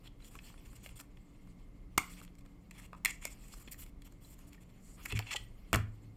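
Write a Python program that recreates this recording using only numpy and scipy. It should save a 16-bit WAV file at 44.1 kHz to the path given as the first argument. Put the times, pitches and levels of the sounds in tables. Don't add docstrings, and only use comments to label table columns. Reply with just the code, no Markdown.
import sys
import numpy as np
from scipy import signal
from scipy.fft import rfft, irfft, next_fast_len
from scipy.io import wavfile
from scipy.ndimage import uniform_filter1d, map_coordinates

SR = 44100
rng = np.random.default_rng(int(sys.argv[2]) if len(sys.argv) > 2 else 0)


def bounce(signal):
    frames = np.transpose(np.atleast_2d(signal))
    limited = np.clip(frames, -1, 1)
    pcm = np.round(limited * 32767).astype(np.int16)
    wavfile.write(sys.argv[1], SR, pcm)


N = 271920

# f/Hz, relative level/dB
AIR_SPECTRUM = [(13, -32), (22, 6), (48, 1), (88, -11), (181, -7), (297, -13), (341, -16), (829, -28.5),
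                (1060, -30), (1520, -38.5), (2120, -36), (3130, -43.5), (12500, -50), (14800, -52),
                (16500, -71)]
# t/s, level/dB
BUILDING_RUMBLE = [(0.0, -58), (0.98, -53.5), (1.36, -69), (1.59, -61), (1.78, -54), (2.42, -63),
                   (3.16, -53.5), (3.67, -60), (3.82, -53), (4.41, -62), (4.8, -57), (6.16, -54)]
# f/Hz, width/Hz, level/dB
FAN_HUMS = [(115.3, 15, -66), (177.63, 3, -66.5), (285.56, 5, -70), (1134, 230, -83.5), (2117, 150, -82.5)]
# f/Hz, fade/s (a fade is the time to fall by 60 dB)
ROOM_FADES = [(200, 0.26), (2000, 0.31), (10000, 0.18)]
# f/Hz, relative level/dB, fade/s
TABLE_MODES = [(84.7, -2, 0.5), (107.44, 0.5, 0.84), (135, -5.5, 0.28), (192, -8, 0.46), (241, -13.5, 0.71),
               (328, -8.5, 0.18), (397, -18, 0.34)]
# t/s, gain/dB, rise/s, damping by the hand (0-1), softness/(dB per octave)
TABLE_PUSHES = [(1.978, -34.5, 0.0021, 0.94, -5.5), (5.129, -33, 0.004, 0.84, -7.5),
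                (5.151, -23, 0.0071, 0.72, 6), (5.33, -44.5, 0.057, 0.1, 22),
                (5.731, -31.5, 0.0021, 0.43, 4), (5.745, -26, 0.0024, 0.73, -0.5),
                (5.764, -25, 0.0039, 0.78, -3), (5.802, -34.5, 0.0022, 0.24, 4),
                (6.042, -47, 0.0068, 0.3, 2.5)]
# f/Hz, gain/dB
HOUSING_GAINS = [(300, 7), (1100, 0.5), (1600, -6.5), (2200, -0.5), (3300, 1.5), (3800, -6.5), (4200, 2),
                 (6000, -4.5), (6450, -5.5), (7000, 4), (8300, -1), (9800, -7.5), (14200, 1), (15300, -7.5),
                 (16300, -18)]
# f/Hz, width/Hz, relative level/dB
TUBE_MODES = [(785, 320, -1.5), (967, 170, 2.5), (1290, 290, 1.5), (1815, 348, 2), (2208, 278, 1),
              (2703, 410, -1), (3416, 220, -0.5), (4100, 300, -5.5), (4540, 350, -9), (5440, 190, -5)]
# t/s, level/dB
GRIP_LEVELS = [(0, -78.5), (.15, -88.5), (.27, -67.5), (.86, -70), (1.03, -94), (1.25, -76), (1.85, -91),
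               (2.15, -62), (2.32, -85.5), (3.1, -82.5), (3.23, -71.5), (3.69, -69.5), (3.9, -90),
               (4.41, -76), (4.65, -86), (5.05, -64), (5.2, -72), (5.43, -67), (5.52, -78.5), (5.95, -81.5),
               (6.17, -76)]
# t/s, length/s, tube f/Hz, tube level/dB, hiss level/dB
STROKES = [(0.031, 0.041, 3020, -61.5, -68.5), (.068, 0.011, 3400, -55, -66.5),
           (0.189, 0.056, 3940, -72, -78), (0.237, .05, 3270, -68, -61.5), (0.299, 0.05, 1070, -71, -64.5),
           (0.34, 0.028, 1130, -60, -63.5), (0.428, 0.074, 4470, -63, -63.5),
           (0.571, 0.027, 2830, -66.5, -77), (.648, 0.021, 2980, -64, -64.5),
           (0.751, 0.017, 2970, -64.5, -60), (0.827, 0.047, 2610, -64, -56.5),
           (0.878, .04, 2650, -72, -65.5), (.953, .03, 3370, -62, -56.5), (0.987, 0.026, 1270, -54, -51),
           (1.995, 0.077, 2140, -65, -62), (2.09, 0.044, 2440, -61.5, -56.5),
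           (2.16, 0.045, 2180, -60.5, -61.5), (2.221, 0.02, 2430, -61.5, -58.5),
           (2.383, 0.009, 2270, -65.5, -64), (2.448, 0.017, 1030, -67, -77),
           (2.725, 0.087, 2160, -61.5, -66.5), (2.776, .025, 2230, -59.5, -57.5),
           (2.805, .058, 2150, -63, -64), (2.96, .025, 1130, -72, -73), (3.066, 0.043, 2230, -45, -49.5),
           (3.103, 0.0076, 2370, -65, -45), (3.115, 0.044, 2310, -73, -60.5),
           (3.211, 0.047, 2240, -52.5, -56), (3.257, .022, 2200, -53, -54),
           (3.296, 0.038, 2290, -64.5, -57.5), (3.406, 0.062, 2220, -73, -67),
           (3.442, 0.13, 2270, -69.5, -64), (3.518, 0.026, 5100, -60, -55),
           (3.569, 0.018, 2700, -66, -59.5), (3.587, 0.043, 1230, -64, -59.5),
           (3.674, 0.011, 2720, -55.5, -68), (3.71, 0.024, 2380, -61, -45.5),
           (3.774, 0.066, 3030, -62, -52), (3.847, 0.049, 2260, -74, -67.5), (4.042, 0.036, 3140, -64, -63),
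           (4.202, 0.09, 3980, -72.5, -64), (4.288, .056, 2550, -71, -61), (4.375, 0.049, 1340, -72.5, -68),
           (4.466, 0.028, 750, -70, -63.5), (4.518, 0.036, 2430, -64.5, -70),
           (4.601, 0.035, 2020, -70, -68), (4.687, 0.023, 2290, -73, -74), (4.804, 0.16, 750, -86, -65),
           (4.96, .063, 1390, -64.5, -75), (5.027, 0.035, 2210, -69, -60),
           (5.053, .008, 2030, -41.5, -42.5), (5.076, 0.032, 2440, -62, -53),
           (5.092, 0.039, 2400, -45.5, -63), (5.149, 0.029, 2320, -42.5, -50.5),
           (5.194, 0.012, 836, -48, -63), (5.253, 0.059, 2500, -51, -60.5),
           (5.305, 0.035, 2530, -39.5, -45), (5.347, 0.0075, 850, -46, -56),
           (5.357, 0.011, 3070, -38, -43.5)]
# t/s, f/Hz
STROKE_HISS = [(0, 8770), (2.8, 8600), (3.07, 7460), (3.55, 8200), (3.71, 11100), (3.82, 10900),
               (4.05, 10030), (4.45, 9550), (4.8, 8000), (5.03, 9900), (5.1, 7100), (6.17, 7000)]
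# t/s, length/s, start f/Hz, end f/Hz, level/dB
CAP_SQUEAKS = [(3.232, .045, 2300, 2200, -56), (5.057, .012, 1500, 1300, -48),
               (5.098, .038, 2450, 2750, -48), (5.155, .025, 2500, 2250, -52),
               (5.255, .045, 3000, 2450, -54), (5.315, .025, 2000, 1950, -46),
               (5.358, .015, 3100, 3300, -42)]
# t/s,
# level/dB, f/Hz, fade/s
CAP_KNOCKS = [(.223, -53, 4000, 0.033), (.354, -61, 470, .025), (.861, -49.5, 597, .025),
              (1.977, -29.5, 275, 0.021), (1.978, -20, 1300, 0.019), (1.979, -27, 820, .015),
              (1.979, -29, 2160, 0.088), (2.215, -55, 600, .025), (2.931, -48, 1240, 0.05),
              (3.048, -29, 1410, .015), (3.057, -33, 2160, 0.06), (3.057, -24, 1840, .02),
              (3.253, -38, 627, 0.019), (3.676, -46.5, 258, 0.022), (4.247, -52.5, 4000, 0.037),
              (4.579, -53, 1840, .04), (5.122, -48.5, 425, 0.028), (5.191, -44, 420, 0.021),
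              (5.347, -43, 870, 0.057), (5.36, -35, 1950, 0.089), (5.73, -26, 674, 0.031),
              (5.738, -29, 246, 0.034), (5.744, -29, 253, 0.03), (5.748, -33, 630, .025),
              (5.758, -42, 455, 0.021)]
# t/s, level/dB, centre f/Hz, relative treble level/dB, fade/s
CONTACTS = [(.203, -54, 2580, -18, .017), (.246, -49, 3250, 1, 0.011), (.354, -37.5, 1110, -8, 0.0076),
            (0.389, -38, 2200, -17, 0.018), (.501, -50, 1150, -19, 0.023), (.541, -49, 1110, -18, 0.016),
            (.578, -55, 2870, -13, .017), (0.731, -53, 1150, -8, .012), (.861, -36.5, 2520, -15, 0.021),
            (.891, -45.5, 2540, -3, 0.018), (1, -41, 2600, 3, 0.011), (1.171, -51.5, 2450, -7, 0.022),
            (1.473, -56.5, 1260, -2.5, 0.024), (1.977, -18.5, 2200, -2, 0.038),
            (1.979, -17.5, 1206, 6, .014), (2.137, -49, 3330, 0, 0.02), (2.215, -44, 1130, -7, .011),
            (2.249, -51, 2050, 4, 0.013), (2.278, -47.5, 2770, -19, .007), (2.353, -59, 2090, 8.5, 0.012),
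            (2.409, -61, 2400, 1, 0.018), (2.461, -59, 3020, 2, .013), (2.71, -44.5, 2250, 0, .015),
            (2.712, -42.5, 2220, -2, .021), (2.931, -37.5, 1260, -23, 0.0099), (2.94, -47, 1090, -31, .018),
            (2.948, -42.5, 1250, -27, .02), (3.049, -18, 2260, 6, 0.012), (3.057, -15.5, 2190, -0.5, 0.016),
            (3.061, -29, 2200, -17, .014), (3.067, -27, 2200, -19, 0.013), (3.253, -29.5, 1960, 9.5, 0.008),
            (3.483, -54.5, 2250, 10, .013), (3.538, -44.5, 1210, -11, 0.021), (3.676, -49, 3070, 1, 0.011),
            (3.743, -44, 2060, -6, .013), (3.863, -51, 2250, 0.5, 0.014), (4.02, -49, 2900, 1.5, 0.017),
            (4.123, -56, 1070, 4, 0.022), (4.39, -56, 1330, 6.5, 0.014), (4.531, -49, 2420, 2.5, 0.011),
            (5.117, -37, 2480, -7, .012), (5.123, -28.5, 2550, -1.5, 0.014), (5.191, -24, 3060, -1, 0.0057),
            (5.224, -40, 1960, -26, .018), (5.73, -15.5, 1490, -4, 0.026), (5.739, -15, 2600, -25, .005),
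            (5.744, -23, 1500, 0, 0.026), (5.748, -17, 1590, -20, .016), (5.758, -23, 1100, 0.5, 0.0136)]


def amp(db):
    return 10 ** (np.asarray(db) / 20)


def unit(x):
    return x / np.sqrt(np.mean(x ** 2) + 1e-20)


def along(points, hz):
    f, v = np.transpose(points)
    return np.interp(np.log(hz + 1), np.log(f + 1), v)


def curve(points):
    return np.interp(np.arange(N) / SR, *np.transpose(points))


def wobble(rate):
    return map_coordinates(rng.standard_normal(int(N * rate / SR) + 4), [np.arange(N) * rate / SR])


def filtered(x, response):
    size = next_fast_len(len(x) + 4096)
    return irfft(rfft(x, size) * response(np.fft.rfftfreq(size, 1 / SR)), size)[:len(x)]


def peak(f, hz, width):
    return 1j * f * width / (hz * hz - f * f + 1j * f * width)


def add(track, s, sound):
    part = track[round(s * SR):][:len(sound)]
    part += sound[:len(part)]


def background():
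    def noise(response):
        return unit(filtered(rng.standard_normal(N), response))
    air = noise(lambda f: amp(along(AIR_SPECTRUM, f)))
    rumble = noise(lambda f: peak(f, 35, 28) ** 2)
    fan = sum(amp(db + 0.58 * wobble(1.4)) * noise(lambda f: peak(f, hz, width) ** 2)
              for hz, width, db in FAN_HUMS)
    return amp(-56.5) * air + amp(curve(BUILDING_RUMBLE) + 1.9 * wobble(4)) * rumble + fan


def room_echo(x, delay_samples=200):
    out, block = np.zeros(N), SR // 4
    for start in range(0, N, block):
        hz, t, spectrum = signal.stft(rng.standard_normal(SR // 2), SR, nperseg=256)
        fade = amp(-60 * t / along(ROOM_FADES, hz)[:, None])
        tail = signal.istft(spectrum * fade, SR, nperseg=256)[1]
        echo = signal.fftconvolve(x[start:start + block], tail / np.linalg.norm(tail))
        add(out, (start + delay_samples) / SR, echo)
    return out


def table_thuds():
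    out, t = np.zeros(N), np.arange(SR) / SR
    for s, db, rise, damping, soft_db in TABLE_PUSHES:
        ring_share = np.clip(1 - damping, .05, 1)
        boom = np.zeros(len(t))
        for hz, mode_db, fade in TABLE_MODES:
            start_db = mode_db - soft_db * abs(np.log2(hz / 100))
            boom += amp(start_db - 60 * t / (fade * ring_share)) * np.sin(2 * np.pi * hz * t)
        add(out, s, amp(db) * boom * (1 - np.exp(-t / max(rise, .001))))
    return out


def phone_housing(x, size=2048):
    log_gain = np.log(amp(along(HOUSING_GAINS, np.fft.rfftfreq(size, 1 / SR))))
    cepstrum = irfft(log_gain)
    cepstrum[1:size // 2] *= 2
    cepstrum[size // 2 + 1:] = 0
    return signal.fftconvolve(x, irfft(np.exp(rfft(cepstrum))))[:N]


def tube_response(f, hz, focus_db):
    modes = sum((-1) ** k * amp(db - focus_db * abs(np.log2(mode_hz / hz))) * peak(f, mode_hz, width)
                for k, (mode_hz, width, db) in enumerate(TUBE_MODES))
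    return modes + amp(0.47 * focus_db - 9) * peak(f, hz, 200)


def skin_friction(size, swing_db):
    spectrum = signal.stft(rng.standard_normal(size), nperseg=256)[2]
    patches = uniform_filter1d(rng.standard_normal(spectrum.shape), size=7, axis=0)
    patches = uniform_filter1d(patches, size=9, axis=1)
    return signal.istft(spectrum * amp(swing_db * np.tanh(unit(patches))), nperseg=256)[1][:size]


def finger_creep():
    grip_db = curve(GRIP_LEVELS)
    rustle_db = grip_db.mean() + 1 + .7 * (grip_db - grip_db.mean())
    hiss = unit(filtered(skin_friction(N, swing_db=11.0), lambda f: peak(f, 8500, 9000) ** 2))
    rustle = unit(filtered(skin_friction(N, swing_db=4.5), lambda f: peak(f, 1760, 3300) ** 2))
    flutter_db = 3.0 * wobble(25)
    return amp(grip_db + flutter_db) * hiss + amp(rustle_db + flutter_db) * rustle


def sliding_strokes(rise_share=.3):
    out, t = np.zeros(N), np.arange(SR // 4) / SR
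    friction = skin_friction(len(t) * len(STROKES) * 2, swing_db=4.0).reshape(len(STROKES), 2, -1)
    for (s, length, tube_hz, tube_db, hiss_db), (tube_noise, hiss_noise) in zip(STROKES, friction):
        rise = np.clip(t / max(rise_share * length, .001), 0, 1)
        fall = amp(-60 * np.clip(t - length, 0, None) / 0.017)
        judder_db = np.clip(2 + 0.092 * (tube_db + 61.5), 0, 3.5)
        slips = amp(judder_db * np.repeat(rng.standard_normal(len(t) // 49), 49))
        focus_db = 7.5 + 0.21 * (tube_db + 52.5)
        ring = unit(filtered(tube_noise * slips, lambda f: tube_response(f, tube_hz, focus_db)))
        hiss_hz = np.interp(s, *np.transpose(STROKE_HISS))
        width = 0.82 * hiss_hz ** 2 / 9000
        hiss = unit(filtered(hiss_noise, lambda f: peak(f, hiss_hz, width) ** 2 + .4 * peak(f, 6030, 500)))
        add(out, s, rise * fall * (amp(tube_db) * ring + amp(hiss_db) * hiss))
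    return out


def cap_squeaks():
    out, shake = np.zeros(N), wobble(250)
    for s, length, from_hz, to_hz, db in CAP_SQUEAKS:
        progress = np.arange(round(length * SR)) / (length * SR)
        phase = 2 * np.pi * np.cumsum(from_hz + (to_hz - from_hz) * progress) / SR
        add(out, s, amp(db) * np.sqrt(np.sin(np.pi * progress)) * np.sin(phase))
    return out * (1 + .8 * shake)


def cap_knocks():
    out, t = np.zeros(N), np.arange(SR // 10) / SR
    rise = np.clip(t / 0.0011, 0, 1)
    for s, db, hz, fade in CAP_KNOCKS:
        add(out, s, amp(db - 60 * t / fade) * np.sin(2 * np.pi * hz * t) * rise)
    return out


def contact_ticks():
    out, t = np.zeros(N), np.arange(SR // 10) / SR
    rise = np.clip(t / 0.00013, 0, 1)
    for s, db, hz, treble_db, fade in CONTACTS:
        crack, treble = rng.standard_normal((2, len(t))) * amp(-60 * t / fade) * rise
        crack[0] = 4.8
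        ring = filtered(crack, lambda f: tube_response(f, hz, focus_db=11))
        treble *= amp(-60 * t / 0.09)
        edge = filtered(treble, lambda f: peak(f, 7570, 11000) ** 2)
        add(out, s, amp(db) * (ring / abs(ring).max() + amp(treble_db) * edge / abs(edge).max()))
    return out


def scene():
    hands = finger_creep() + sliding_strokes() + contact_ticks() + cap_knocks() + cap_squeaks()
    hands_in_room = hands + amp(-13.5) * room_echo(hands)
    return (phone_housing(hands_in_room) + table_thuds() + background())[None]


def record(dry, top_hz=16600):
    return filtered(dry[0], lambda hz: hz < top_hz)[None]


dry = scene()
out = record(dry)
bounce(out)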